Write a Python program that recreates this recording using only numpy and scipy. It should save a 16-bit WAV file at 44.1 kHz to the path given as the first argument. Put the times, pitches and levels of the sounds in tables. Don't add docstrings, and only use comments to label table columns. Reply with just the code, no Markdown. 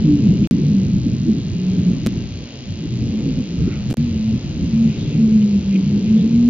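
import sys
import numpy as np
from scipy import signal
from scipy.fft import rfft, irfft, next_fast_len
from scipy.io import wavfile
from scipy.ndimage import uniform_filter1d

SR = 44100
rng = np.random.default_rng(int(sys.argv[2]) if len(sys.argv) > 2 else 0)


def put_to_file(sound):
    columns = np.atleast_2d(sound).T
    safe = np.clip(columns, -1, 1)
    whole_steps = np.round(safe * 32767)
    wavfile.write(sys.argv[1], SR, whole_steps.astype(np.int16))


N = 286209
t = np.arange(N) / SR
PAN = np.array([[.5], [-.5]])


def undb(db):
    return 10 ** (np.asarray(db) / 20)


def unit(x):
    return x / np.sqrt(np.mean(x ** 2))


def walk(rate_hz):
    hold = int(SR / rate_hz)
    steps = np.repeat(rng.standard_normal(N // hold + 1), hold)
    return unit(uniform_filter1d(uniform_filter1d(steps, hold), hold)[:N])


def on_log(hz, table):
    freq_hz, values = np.transpose(table)
    return np.interp(np.log(hz), np.log(freq_hz), values)


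def band(hz, log_width, coherence):
    size = next_fast_len(N, True)
    bell = np.exp(-.5 * (np.log(np.fft.rfftfreq(size, 1 / SR) / hz + 1e-9) / log_width) ** 2)

    def noise():
        phase = np.exp(2j * np.pi * rng.random(len(bell)))
        return unit(irfft(bell * phase * rng.rayleigh(size=len(bell)), size)[:N])

    mid = np.sqrt((1 + coherence) / 2) * noise()
    side = np.sqrt((1 - coherence) / 2) * noise()
    return np.array([mid + side, mid - side])


def bursts(rows, log_width, coherence):
    out = 0
    for centre_s, db, hz, sigma_ms in rows:
        swell = np.exp(-.5 * ((t - centre_s) * 1000 / sigma_ms) ** 2)
        burst = swell * band(hz, log_width, coherence)
        out += undb(db) * burst * np.sqrt(np.sum(swell ** 2) / np.sum(burst.mean(axis=0) ** 2))
    return out


def wavering_tone(time_s, hz, db, waver, flutter_db, flutter_hz, fade_s=.02):
    gate = np.clip(np.minimum(t - time_s[0] + fade_s, time_s[-1] + fade_s - t) / fade_s, 0, 1)
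    pitch_hz = np.interp(t, time_s, hz) * (1 + waver * walk(30))
    gain = undb(np.interp(t, time_s, db) + flutter_db * walk(flutter_hz))
    return gate * gain * np.sqrt(2) * np.sin(2 * np.pi * np.cumsum(pitch_hz) / SR)


# time_s, deep_db, body_db, flutter_db
GUSTS = [(0.0, -28.5, -24, -29), (0.499, -26.5, -16, -26), (.8, -28.5, -25, -30.5), (1.14, -28.5, -22, -33),
         (1.55, -31.5, -26, -37.5), (1.8, -31.5, -22.5, -30.5), (2.2, -33.5, -31, -38.5),
         (2.6, -27, -37.5, -39.5), (2.93, -30.5, -28, -34.5), (3.2, -28, -28.5, -30),
         (3.61, -25, -32, -35.5), (3.83, -25, -27.5, -31), (4.03, -30, -28.5, -38.5),
         (4.3, -28.5, -29, -31.5), (4.63, -27.5, -23, -35), (5.08, -28.5, -24.5, -31),
         (5.5, -35.5, -30.5, -31), (5.86, -26.5, -22.5, -32), (6.2, -31, -22.5, -30.5),
         (6.49, -31, -28, -32)]
# deep_hz, body_hz, flutter_hz
REGISTERS_HZ = [70, 180, 340]
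# freq_hz, gain_db
WIND_SPECTRUM = [(28, -26), (50, -10.5), (90, -1.5), (140, 0), (220, 2.5), (320, -0.5), (450, -9.5),
                 (640, -29.5), (900, -38)]
# centre_s, half_length_ms, depth_db, low_hz, high_hz
LOW_DIPS = [(2.54, 110, -13, 20, 220), (2.58, 90, -13, 325, 365), (2.83, 27, -11, 20, 130),
            (3.51, 59, -12.5, 20, 141), (3.82, 60, -9.5, 280, 428), (4.17, 87, -11, 290, 315),
            (4.26, 59, -19, 325, 410), (4.41, 23, -7, 21, 300), (4.809, 75, -10, 223, 320),
            (5.43, 120, -38, 230, 314), (5.47, 66, -6.5, 21, 90), (5.69, 42, -20, 190, 320),
            (5.771, 40, -16, 20, 150), (6.02, 39, -9, 20, 150), (6.14, 90, -19, 236, 326),
            (6.19, 29, -12, 20.2, 120), (6.38, 50, -20.5, 230, 318)]


def wind():
    time_s, *register_db = np.transpose(GUSTS)
    out, shake_db = 0, 2.09 * walk(22.013)
    for hz in 28 * 2 ** np.arange(0, 5.1, 1 / 5):
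        weights = [np.interp(np.log(hz), np.log(REGISTERS_HZ), row) for row in np.eye(3)]
        db = np.interp(t, time_s, np.dot(weights, register_db)) + on_log(hz, WIND_SPECTRUM)
        db += shake_db + 2.26 * walk(9)
        for centre_s, half_ms, depth_db, low_hz, high_hz in LOW_DIPS:
            window = np.exp(-np.square(((t - centre_s) * 1000 / half_ms) ** 2))
            db += depth_db * window / (1 + (low_hz / hz) ** 20) / (1 + (hz / high_hz) ** 20)
        coherence = on_log(hz, [(30, .32), (70, .73), (150, 1), (300, .97), (700, .99)])
        out += undb(db - 4.5) * band(hz, .079, coherence)
    return out


# start_s, length_s, first_hz, last_hz, level_db
MOANS = [(0.0, 0.053, 210, 217, -12), (.02, 0.11, 152, 145, -16.5), (.06, 0.14, 307.2, 285, -13.5),
         (.21, 0.13, 218, 205.4, -14.5), (.41, 0.044, 192.8, 193, -17.5), (.62, 0.108, 144.7, 161, -12),
         (.68, 0.15, 217, 184.2, -14), (.85, 0.36, 137.9, 131, -22.5), (1.265, 0.072, 250, 188, -13),
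         (2.45, 0.21, 134.7, 134.3, -33.5), (2.68, 0.085, 100.3, 91, -27), (2.75, 0.073, 214.6, 202, -28),
         (2.78, 0.094, 160, 160, -23.5), (2.88, 0.19, 125, 122.5, -21), (3.1, 0.12, 222, 210, -21),
         (3.24, 0.1, 282, 240, -23), (3.35, 0.08, 270.3, 243, -23), (3.62, 0.063, 150.3, 230, -18),
         (3.24, 0.14, 148.4, 121, -22), (3.45, 0.18, 165, 180, -23.5), (3.72, 0.18, 207.1, 206.3, -23),
         (3.74, 0.079, 140.5, 134, -25.5), (3.96, 0.09, 149.5, 144.5, -16.5), (4.28, 0.12, 130, 124, -26),
         (4.58, 0.19, 175, 152, -24.5), (4.76, 0.19, 138.9, 157.4, -21.5),
         (5.08, 0.19, 150.8, 157.2, -18.5), (3.98, 0.17, 79.7, 91, -26), (5.52, 0.16, 80, 72, -29.5),
         (5.83, 0.14, 149.1, 145, -28), (2.3, 0.098, 94, 100, -34), (2.41, 0.094, 214.8, 242, -37)]


def moans(attack_share=.41, release_share=.46, edge_db=-8):
    progress = np.array([0, attack_share, 1 - release_share, 1])
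    out = 0
    for start_s, length_s, first_hz, last_hz, level_db in MOANS:
        time_s = start_s + length_s * progress
        hz = first_hz + (last_hz - first_hz) * progress
        db = level_db + np.array([edge_db, 0, 0, edge_db])
        out += wavering_tone(time_s, hz, db, waver=.011, flutter_db=2.2, flutter_hz=38)
    return out


# time_s, level_db
LEAF_LEVELS = [(0.0, -45), (0.38, -45.5), (1.08, -47.5), (1.81, -44.5), (2.44, -46.5), (3.4, -45),
               (4.8, -44.5), (5.4, -45), (5.78, -44.5), (6.49, -45.5)]
# freq_hz, density_db
LEAF_SPECTRUM = [(500, 9), (800, -1.5), (1200, -6), (1800, -7.5), (2300, -1), (2850, 2), (3300, -4),
                 (3800, -9), (4600, -9), (6800, -14)]


def leaves():
    out, swell_db = 0, .4 * walk(6.6)
    for hz in 500 * 2 ** np.arange(0, 3.9, 1 / 6):
        bandwidth_db = 10 * np.log10(hz / 2900)
        db = on_log(hz, LEAF_SPECTRUM) + bandwidth_db + swell_db + 1.2 * walk(18)
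        pan_db = on_log(hz, [(700, -2), (1300, -.5), (2400, .5), (4400, 14)])
        coherence = on_log(hz, [(500, .82), (1400, .75), (3000, .58), (6000, .3)])
        out += undb(db - 8) * undb(pan_db * PAN) * band(hz, .055, coherence)
    return out * undb(np.interp(t, *np.transpose(LEAF_LEVELS)))


# offset_ms, ring_hz, relative_db, sigma_ms, sign
BUZZ_TICKS = [(.12, 3920, -28.5, .1, -1), (1.05, 6450, -47.5, .3, 1), (1.52, 5500, -31, .125, 1),
              (2.22, 6400, -47.5, .4, -1), (2.58, 4340, -39, .175, -1), (5.5, 4450, -42.5, .14, -1),
              (8.47, 3050, -32, .135, 1), (9.05, 6450, -47, .2, -1), (10.25, 5250, -45.5, .15, 1),
              (10.92, 4400, -39, .16, 1), (11.16, 4300, -41, .23, 1), (13.84, 4570, -45, .15, 1)]
# from_s, cycle_start_ms
BUZZ_TIMING = [(0, 5.1), (.49, 15.55), (2.067, 5.85), (3.95, 9.3)]


def buzz(rate_hz=60.002, flicker_db=1, trim_db=2.2):
    from_s, start_ms = np.transpose(BUZZ_TIMING)
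    clock_ms = 1000 * t - start_ms[np.searchsorted(from_s, t, "right") - 1]
    out, cycle_ms = 0, 1000 / rate_hz
    for offset_ms, hz, db, sigma_ms, sign in BUZZ_TICKS:
        tick_ms = (clock_ms - offset_ms + cycle_ms / 2) % cycle_ms - cycle_ms / 2
        tick = np.exp(-.5 * (tick_ms / sigma_ms) ** 2) * np.cos(2 * np.pi * hz * tick_ms / 1000)
        out += sign * undb(db + trim_db + flicker_db * walk(40)) * tick
    return out


# centre_s, level_db, centre_hz, sigma_ms
PUFFS = [(.43, -17, 230, 13), (.55, -16, 220, 28), (.59, -20, 250, 14), (1.07, -15.5, 200, 8.7),
         (1.285, -15.5, 260, 13), (1.37, -24.5, 299, 23), (2.7, -25.5, 181, 18), (3.145, -23, 260, 9),
         (3.205, -24, 276, 11), (3.33, -21.5, 189, 55), (3.61, -25.5, 300, 16), (3.68, -16.5, 254, 9.3),
         (3.64, -21.5, 122.5, 47), (4.645, -17.5, 225, 12), (5.76, -26, 299, 28), (5.95, -30, 318, 34),
         (6.28, -28, 284.2, 14)]


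def puffs():
    return bursts(PUFFS, log_width=.24, coherence=.97)


# centre_s, level_db, centre_hz, sigma_ms
RUSTLES = [(.448, -38.5, 2800, 8.1), (1.4, -49, 3520, 27), (3.72, -50, 1340, 87), (3.73, -44, 2270, 34),
           (4.93, -47, 2500, 40), (5.03, -44.5, 3530, 65), (5.13, -46, 2520, 60), (5.422, -42, 2700, 7),
           (5.73, -43.5, 2616, 18), (5.76, -33, 2550, 5.1), (6.08, -45.5, 2600, 28),
           (6.195, -42.5, 3510, 27)]


def rustles():
    return bursts(RUSTLES, log_width=.14, coherence=.7)


# start_s, end_s, fade_out_ms, floor_gain
STALLS = [(.47303, .51043, 0, 0), (2.0635, 2.0705, 0, .2), (3.9325, 3.9401, 4, .02),
          (3.94304, 3.97045, .3, .03)]


def stall_gain(recover_s=.0025):
    gain = np.ones(N)
    for start_s, end_s, fade_ms, floor in STALLS:
        fall = 1000 * (start_s - t) / (fade_ms + 1e-6)
        rise = (t - end_s) / recover_s
        gain *= np.clip(np.where(t < start_s, fall, rise), floor, 1)
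    return gain


# time_s, peak_db, sign, left_minus_right_db
CLICKS = [(.47303, -22, 1, -5), (.51048, -10, 1, -5), (2.06348, -8, -1, -5), (2.07049, -8, 1, -5),
          (3.90347, -18, -1, 0), (3.91049, -16, 1, 0), (3.92304, -25, -1, 0), (3.92736, -20, 1, 5),
          (3.94015, -22, -1, 6), (3.943, -23, -1, 0), (3.97051, -17, 1, -6)]


def clicks(rise_s=2.8e-5):
    out = 0
    for time_s, db, sign, pan_db in CLICKS:
        age = np.clip((t - time_s) / rise_s + 1, 0, None)
        out += sign * undb(db + pan_db * PAN) * age * np.exp(1 - age)
    return out


# start_s, level_db, sign, decay_ms
THUMPS = [(.5108, -10, -1, 30), (2.0639, -3.5, 1, 3.5), (2.0709, -8, -1, 12), (3.9107, -11, -1, 8),
          (3.9276, -13, -1, 6), (3.9403, -28, 1, 30), (3.9707, -13, -1, 8)]


def thumps(pitch_hz=225, rise_s=.00072, hold_s=.0095):
    out = 0
    for start_s, db, sign, decay_ms in THUMPS:
        age_s = np.clip(t - start_s, 0, None)
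        window = np.clip(age_s / rise_s, 0, 1) * np.clip(2 - age_s / hold_s, 0, 1)
        swing = np.exp(-1000 * age_s / decay_ms) * np.sin(2 * np.pi * pitch_hz * age_s)
        later_stalls = [(at_s, fade_ms) for at_s, _, fade_ms, _ in STALLS if at_s > start_s]
        cut_s, fade_ms = min(later_stalls, default=(N / SR, 1))
        gate = np.clip(1000 * (cut_s - t) / fade_ms, 0, 1)
        out += sign * undb(db) * window * swing * gate
    return out


# time_s, pitch_hz, level_db
HOWLS = [
    [(1.56, 166.5, -27), (1.64, 185.9, -16), (1.818, 185.6, -19.5), (1.896, 178.5, -17.5),
     (1.936, 164.7, -21), (2.06, 161, -25.5)],
    [(3.97, 228.7, -19), (4.042, 240.8, -19), (4.186, 212.9, -21.5), (4.302, 223.6, -15.5),
     (4.39, 210, -30)],
    [(4.68, 227, -27), (4.76, 225.6, -13.5), (4.862, 227, -13), (4.93, 213, -29)],
    [(5.16, 212.1, -28), (5.195, 227.3, -12), (5.245, 223, -9.5), (5.3, 215.7, -13.5), (5.36, 215.6, -9),
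     (5.405, 208.6, -14), (5.445, 205.1, -10.5), (5.485, 206.2, -18), (5.575, 198, -12),
     (5.625, 198, -31.5), (5.682, 196, -15.5), (5.712, 195.5, -15.5), (5.772, 192.2, -12.5),
     (5.84, 193, -19.5), (5.892, 208.2, -21), (5.948, 205.6, -14.5), (6.008, 210, -19.5),
     (6.082, 218.3, -17.5), (6.104, 216, -11.5), (6.17, 218.2, -8.5), (6.206, 217.2, -20),
     (6.255, 220.6, -13), (6.298, 228.2, -22), (6.345, 231.1, -11.5), (6.375, 233, -10.5),
     (6.418, 233.4, -12), (6.47, 236.1, -9.5), (6.49, 237, -9)],
]


def howls():
    return sum(wavering_tone(*np.transpose(curve), waver=.0066, flutter_db=.5, flutter_hz=22)
               for curve in HOWLS)


# centre_hz, half_width_hz, depth_db
NOTCHES = [(4270, 55, -14), (4930, 35, -14), (5600, 85, -20)]


def muffle(dry, top_hz=6900, left_lag_samples=3):
    hz = np.fft.rfftfreq(2 * N, 1 / SR)
    notch_db = sum(db * np.exp(-((hz - centre) / width) ** 4) for centre, width, db in NOTCHES)
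    notched = irfft(rfft(dry, 2 * N) * undb(notch_db))[:, :N]
    x = signal.sosfilt(signal.ellip(12, .2, 70, top_hz, fs=SR, output="sos"), notched)
    x[0] = np.pad(x[0], (left_lag_samples, 0))[:N]
    return x


def scene():
    return wind() + puffs() + howls() + moans() + leaves() + rustles() + buzz()


def record(dry, top_hz=15500):
    x = muffle(dry) * stall_gain() + thumps() + clicks()
    return signal.sosfilt(signal.ellip(8, .2, 70, top_hz, fs=SR, output="sos"), x)


dry = scene()
out = record(dry)
put_to_file(out)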